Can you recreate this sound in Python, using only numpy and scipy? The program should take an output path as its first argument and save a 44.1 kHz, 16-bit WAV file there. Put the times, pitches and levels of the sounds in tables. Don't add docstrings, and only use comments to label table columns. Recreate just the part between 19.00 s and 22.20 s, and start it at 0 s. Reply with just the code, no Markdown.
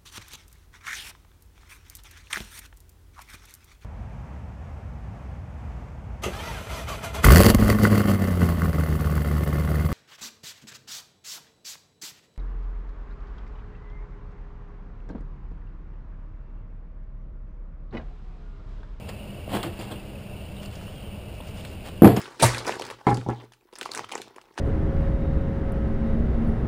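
import sys
import numpy as np
from scipy import signal
from scipy.fft import rfft, irfft, next_fast_len
from scipy.io import wavfile
from scipy.ndimage import map_coordinates

SR = 44100
rng = np.random.default_rng(int(sys.argv[2]) if len(sys.argv) > 2 else 0)


def invert_db(x):
    u = np.asarray(x, float) / 20
    return 10 ** u


def generate_wav(sig):
    pcm = np.round(np.clip(np.atleast_2d(sig).T, -1, 1) * 32767).astype(np.int16)
    wavfile.write(sys.argv[1], SR, pcm)


N = 141120
SLOW_SR = 12000

# time_s, centre_hz
WHINE_PATH = [(0, 2740), (.7, 2770), (1.05, 2730), (1.6, 2830), (2.001, 2840), (2.251, 2750), (3.2, 2780)]


def unit(x):
    return x / np.sqrt(np.mean(x ** 2) + 1e-20)


def along(points, hz):
    f, v = np.transpose(points)
    return np.interp(np.log(hz + 1), np.log(f + 1), v)


def filtered(x, response):
    m = next_fast_len(len(x) + 8192)
    return irfft(rfft(x, m) * response(np.fft.rfftfreq(m, 1 / SR)), m)[:len(x)]


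def coloured(x, spectrum):
    return unit(filtered(x, lambda hz: invert_db(along(spectrum, hz)) * (hz < SLOW_SR / 2)))


def resonance(f, hz, width_hz):
    return 1 / (1 + (2 * (f - hz) / width_hz) ** 2)


def wobble(knots_per_s):
    knots = rng.standard_normal(int(N * knots_per_s / SR) + 4)
    return map_coordinates(knots, [np.arange(N) * knots_per_s / SR])


def add(into, start_s, x):
    part = into[round(start_s * SR):][:len(x)]
    part += x[:len(part)]


def narrow(hz, width_hz):
    cosine, sine = [filtered(rng.standard_normal(N), lambda f: resonance(f, 0, width_hz)) for _ in range(2)]
    phase = 2 * np.pi * np.cumsum(hz * np.ones(N)) / SR
    return unit(cosine * np.cos(phase) + sine * np.sin(phase))


def outdoors():
    # freq_hz, level_db per Hz
    traffic = [(12, -37), (20, -5), (95, -1.5), (134, -7), (202, -9), (228, -13), (275, -13.5),
               (626, -16.5), (1200, -29), (1560, -30.5), (2640, -120)]
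    # freq_hz, level_db per Hz
    air_spectrum = [(700, -33), (1000, -7.5), (2000, -2), (2800, 1.5), (3600, -5), (5000, -7.5),
                    (5600, -8.5), (5950, -15.5)]
    # centre_hz, width_hz, level_db
    drones = [(92.5, 83, -43), (200, 14, -47.5), (392, 20, -75), (606, 103, -54), (2290, 95, -67),
              (4690, 300, -71.5)]
    time_s, centre_hz = np.transpose(WHINE_PATH)
    t = np.arange(N) / SR
    whine_hz = np.interp(t, time_s, centre_hz) + 25 * wobble(12)
    whine = invert_db(-56 + wobble(35.9)) * narrow(whine_hz, width_hz=510)
    rumble_db = -39.5 + 0.19 * wobble(2.66) + 0.4 * wobble(16)
    rumble = invert_db(rumble_db) * coloured(rng.standard_normal(N), traffic)
    air_db = -55 + 0.2 * wobble(3.9) + 0.077 * wobble(29.3)
    air = invert_db(air_db) * coloured(rng.standard_normal(N), air_spectrum)
    hums = sum(invert_db(db) * narrow(hz, width_hz) for hz, width_hz, db in drones)
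    return whine + rumble + air + hums


def peepers():
    peeps_per_s, peep_s, rise_hz_per_s = 80, .028, 750
    spread_hz, fade_db_per_s = 119 * 1.558, 1.5
    out, t = np.zeros(N + SR), np.arange(SR // 8) / SR
    swell = np.sin(np.pi * np.clip(t / peep_s, 0, 1)) ** 2
    for when, pitch, size in rng.random((round(peeps_per_s * N / SR), 3)):
        start_s = when * N / SR
        hz = np.interp(start_s, *np.transpose(WHINE_PATH)) + spread_hz * (2 * pitch - 1)
        peep = np.sin(2 * np.pi * (hz + rise_hz_per_s * t / 2) * t)
        add(out, start_s, invert_db(5.3 * size - fade_db_per_s * start_s) * swell * peep)
    return invert_db(-56.5) * unit(out[:N])


def drags():
    # start_s, rise_s, fall_s, level_db, brightness_db
    strokes = [(0.077, 0.015, 0.022, -39, 0), (0.482, 0.061, 0.11, -33.5, -1), (.66, 0.097, 0.29, -55.5, 1),
               (0.627, 0.0044, 0.072, -36.5, -2), (.77, 0.032, 0.091, -45.5, 4),
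               (0.851, 0.07, 0.051, -45, -2.5), (1.599, 0.035, 0.03, -47, 6.5), (1.70, 0.036, 0.33, -53, 8),
               (2.33, 0.019, 0.046, -61, 11.5), (2.42, 0.063, 0.051, -51.5, 8),
               (2.53, 0.052, 0.24, -51, 7.5), (2.822, 0.064, 0.014, -39, 4.5),
               (3.023, 0.011, 0.03, -37.5, -13), (3.048, 0.011, 0.11, -31.5, 1),
               (3.157, 0.011, 0.033, -35, -6)]
    # freq_hz, level_db per Hz
    body = [(60, -43), (110, -36), (210, 3), (400, -6), (740, -1), (950, -8), (2000, -18), (3000, -33)]
    # freq_hz, level_db per Hz
    surface = [(880, -4.5), (1500, -8), (2150, -4.5), (2570, -3), (3310, -0.5), (3690, -8.5), (4560, -8),
               (5900, -39), (7670, -55), (13000, -120)]
    # freq_hz, level_db per Hz
    grit = [(3000, -8.5), (4200, -9), (5300, -0.5), (5900, -1.5)]
    surface_db, grit_db, grains_per_s, grain_spread_db = -5, -22, 1200, 3.5
    grains = (rng.random(N) < grains_per_s / SR) * invert_db(grain_spread_db * rng.standard_normal(N))
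    slips = unit(grains * rng.choice([-1, 1], N)) + 0.87 * rng.standard_normal(N)
    low, high, fizz = (coloured(slips, spectrum) for spectrum in (body, surface, grit))
    out, t = np.zeros(N), np.arange(N) / SR
    for start_s, rise_s, fall_s, db, bright_db in strokes:
        peak_s = start_s + rise_s
        stroke = np.interp(t, [start_s, peak_s, peak_s + fall_s], [0, 1, 0]) ** 1.13
        rub = invert_db(-bright_db) * low + invert_db(surface_db) * high + invert_db(grit_db + 2 * bright_db) * fizz
        out += invert_db(db) * stroke * rub
    return out * invert_db(1.9 * wobble(60))


def squeals():
    # start_s, length_s, level_db, centre_hz, width_hz
    rubs = [(.085, .02, -52, 4850, 400), (.526, .03, -42, 3250, 250), (.53, .035, -36, 700, 200),
            (.555, .04, -35, 400, 200), (.564, .022, -40, 3280, 250), (.595, .02, -46, 3350, 250),
            (.633, .012, -40, 1350, 500), (.65, .045, -37, 310, 60), (.66, .06, -38, 100, 40),
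            (.788, .02, -50, 4750, 300), (.795, .03, -49, 2750, 200), (.83, .025, -50, 2780, 200),
            (.906, .03, -45, 3300, 250), (.915, .06, -36, 115, 40), (3.02, .045, -21, 765, 30),
            (3.04, .035, -25, 950, 120), (3.046, .016, -28, 2300, 700), (3.08, .03, -37, 1130, 60),
            (3.165, .035, -25, 200, 50), (3.172, .02, -43, 2500, 400)]
    out, t = np.zeros(N), np.arange(SR // 10) / SR
    for start_s, length_s, db, hz, width_hz in rubs:
        noise = unit(filtered(rng.standard_normal(len(t)), lambda f: resonance(f, hz, width_hz)))
        swell = np.sin(np.pi * np.clip(t / length_s, 0, 1))
        add(out, start_s, invert_db(db) * noise * swell)
    return out


def shell(contacts, scatter_db):
    # freq_hz, level_db, t60_s
    modes = [(96.4, -18.5, 0.54), (119.2, -6, 0.3), (182, -4.5, 0.11), (208.6, -3.5, 0.18),
             (272.6, -9, 0.162), (315.5, -1, 0.21), (391.2, -5, 0.24), (431.4, -6, 0.17),
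             (467.2, -5.5, 0.15), (505, -6, 0.13), (600, -14, 0.15), (674, -13, 0.24), (761, -4.5, 0.097),
             (872, -17, 0.097)]
    # freq_hz, level_db
    slap_spectrum = [(300, -20), (900, 28), (1400, -23), (2000, -16), (3200, -10), (4000, -27), (5800, -16)]
    thump_hz, thump_db, thump_t60_s = 250, 19.5, .019
    slap_t60_s, detune, relaxes_per_s, radiates_hz = .055, .014, .5, 110
    out, t = np.zeros(N), np.arange(SR // 2) / SR
    hz, level_db, t60_s = np.transpose(modes)[:, :, None]
    glide = 1 + relaxes_per_s * t / 2
    for start_s, db, hard in contacts:
        tilt_db = 8 * (hard - .5) * np.log2(hz / 300) + scatter_db * rng.standard_normal(hz.shape)
        bent_hz = hz * (1 + detune * rng.standard_normal(hz.shape))
        partials = invert_db(level_db + tilt_db - 60 * t / t60_s) * np.sin(2 * np.pi * bent_hz * t * glide)
        ring = np.sum(partials, axis=0)
        thump = invert_db(thump_db - 60 * t / thump_t60_s) * np.sin(2 * np.pi * thump_hz * t)
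        slap_db = 23.8 * (hard - 1.5) - 60 * t / slap_t60_s
        slap = invert_db(slap_db) * coloured(rng.standard_normal(len(t)), slap_spectrum)
        onset = 1 - np.exp(-t / 0.0022)
        add(out, start_s, invert_db(db) * (slap - (ring + thump) * onset))
    return filtered(out, lambda f: (1j * f) ** 2 / (radiates_hz ** 2 - f * f + 1.2j * f * radiates_hz))


def ticks():
    # start_s, peak_db, centre_hz, width_hz
    taps = [(.0915, -37.5, 4800, 700), (.478, -29, 624, 277), (0.536, -38, 3250, 514),
            (0.55, -21, 795, 900), (0.5689, -49, 3180, 500), (.630, -24.5, 3300, 704),
            (0.6309, -32, 4460, 900), (.797, -55, 4700, 690), (.81, -54, 3000, 2000),
            (0.9122, -42, 3480, 600), (1.4544, -47, 4500, 900), (1.567, -41.5, 3730, 900),
            (1.6579, -35.5, 4400, 1600), (1.7132, -47, 4600, 900), (1.756, -34.5, 5100, 2500),
            (1.812, -38, 1410, 900), (1.88, -37, 1430, 900), (2.404, -29.5, 690, 392),
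            (2.4086, -39.5, 3280, 900), (2.609, -37, 3300, 1250), (2.6509, -28.5, 3300, 1810),
            (2.727, -46, 4000, 1500), (2.808, -41, 2700, 510), (3.0448, -9, 1390, 1500),
            (3.076, -20, 1370, 1200), (3.076, -25, 4500, 3000), (3.1648, -27, 5410, 800)]
    out, t = np.zeros(N), np.arange(SR // 10) / SR
    swell = invert_db(-60 * t / 0.024) * (1 - np.exp(-t / 0.0015))
    for start_s, db, hz, width_hz in taps:
        burst = unit(filtered(rng.standard_normal(len(t)), lambda f: resonance(f, hz, width_hz)))
        tap = np.exp(-1.2 * width_hz * t) * np.sin(2 * np.pi * hz * t)
        add(out, start_s, invert_db(db + 2.5) * (tap + 0.5 * swell * burst))
    return out


def clacks():
    # start_s, level_db, t60_s
    strikes = [(.0935, -48, .006), (.5192, -40, .005), (.5425, -37, .005), (.5508, -29, .008),
               (.6302, -33, .006), (.7821, -45, .005), (1.6571, -45, .005), (1.7384, -46, .004),
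               (1.7465, -45, .004), (1.7544, -43, .005), (1.7775, -47, .004), (1.7935, -47, .004),
               (2.3717, -47, .004), (2.5672, -45, .005), (2.6492, -33, .008), (2.8551, -44, .006),
               (3.0215, -22, .006), (3.0443, -14, .007), (3.0748, -21, .009), (3.1655, -34, .014)]
    # freq_hz, level_db per Hz
    edge_spectrum = [(300, -28), (1200, 3), (2500, -12), (4000, -20), (5900, -12)]
    out, t = np.zeros(N), np.arange(SR // 20) / SR
    for start_s, db, t60_s in strikes:
        noise = coloured(rng.standard_normal(len(t)), edge_spectrum)
        add(out, start_s, invert_db(db - 60 * t / t60_s) * noise)
    return out


def garage(x):
    # freq_hz, t60_s
    decay = [(100, 0.18), (500, 0.32), (2000, 0.34), (5500, 0.26)]
    delay_s = .012
    hz, t, z = signal.stft(rng.standard_normal(SR // 2), SR, nperseg=256)
    fade = invert_db(-60 * t / along(decay, hz)[:, None])
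    tail = signal.istft(z * fade, SR, nperseg=256)[1]
    delayed = np.pad(x, (round(delay_s * SR), 0))
    return invert_db(-9.5) * signal.fftconvolve(delayed, tail / np.linalg.norm(tail))[:N]


def bird():
    # time_s, pitch_hz, level_db
    slides = [(1.70, 3480, -72), (1.72, 3440, -59), (1.78, 3300, -61), (1.84, 3200, -66), (1.92, 3350, -59),
              (1.97, 3240, -57), (2.05, 3130, -55), (2.09, 3040, -57), (2.2, 2850, -58)]
    time_s, pitch_hz, level_db = np.transpose(slides)
    t = np.arange(N) / SR
    phase = 2 * np.pi * np.cumsum(np.interp(t, time_s, pitch_hz)) / SR
    return invert_db(np.interp(t, time_s, level_db, -120, -120) + 2.1 * wobble(29.8)) * np.sin(phase)


def camera_case(x):
    # centre_hz, width_hz, lift_db
    housing = [(3100, 110, 1), (5100, 200, 2)]
    return filtered(x, lambda f: invert_db(sum(db * resonance(f, hz, width_hz) for hz, width_hz, db in housing)))


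def scene():
    # start_s, strength_db, hardness (0-1)
    knocks = [(.0913, -56, 0.6), (.478, -48, 0.7), (.535, -30, 1), (.5425, -28, 0.98), (.551, -30, 0.1),
              (.634, -55, 0.5), (.648, -38, 0), (.675, -37.5, 0.44), (.790, -38, 0.1), (.866, -43.5, 0.4),
              (.916, -45, 1), (.926, -42, 0), (2.404, -56, 0.7), (2.6215, -48, 0.7)]
    # start_s, strength_db, hardness (0-1)
    landing = [
        (3.0203, -5, 0.49),
        (3.032, -25, 0.3),
        (3.0440, -6.5, 0.78),
        (3.0545, -8, 0.33),
        (3.0745, -20, 0.36),
        (3.118, -22.5, 0.3),
        (3.172, -27.5, 0),
    ]
    fender = shell(landing, scatter_db=2.0) + shell(knocks, scatter_db=3.5)
    fender = camera_case(fender + ticks() + drags() + clacks() + squeals())
    return (fender + garage(fender) + outdoors() + bird() + peepers())[None]


def top_cut(x):
    return signal.sosfilt(signal.butter(12, 16570, fs=SR, output="sos"), x)


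def record(dry):
    hold, edge_hz, top_hz = 4, 5700, 15400
    soft = filtered(dry[0], lambda hz: 1 / np.sqrt(1 + (hz / edge_hz) ** 24))
    slow = np.clip(signal.resample(soft, N * SLOW_SR // SR), -1, 1)
    held = signal.resample(np.repeat(slow, hold), N)
    held = filtered(held, lambda hz: hz < top_hz)
    return top_cut(np.clip(held, -1, 1)[None])


dry = scene()
out = record(dry)
generate_wav(out)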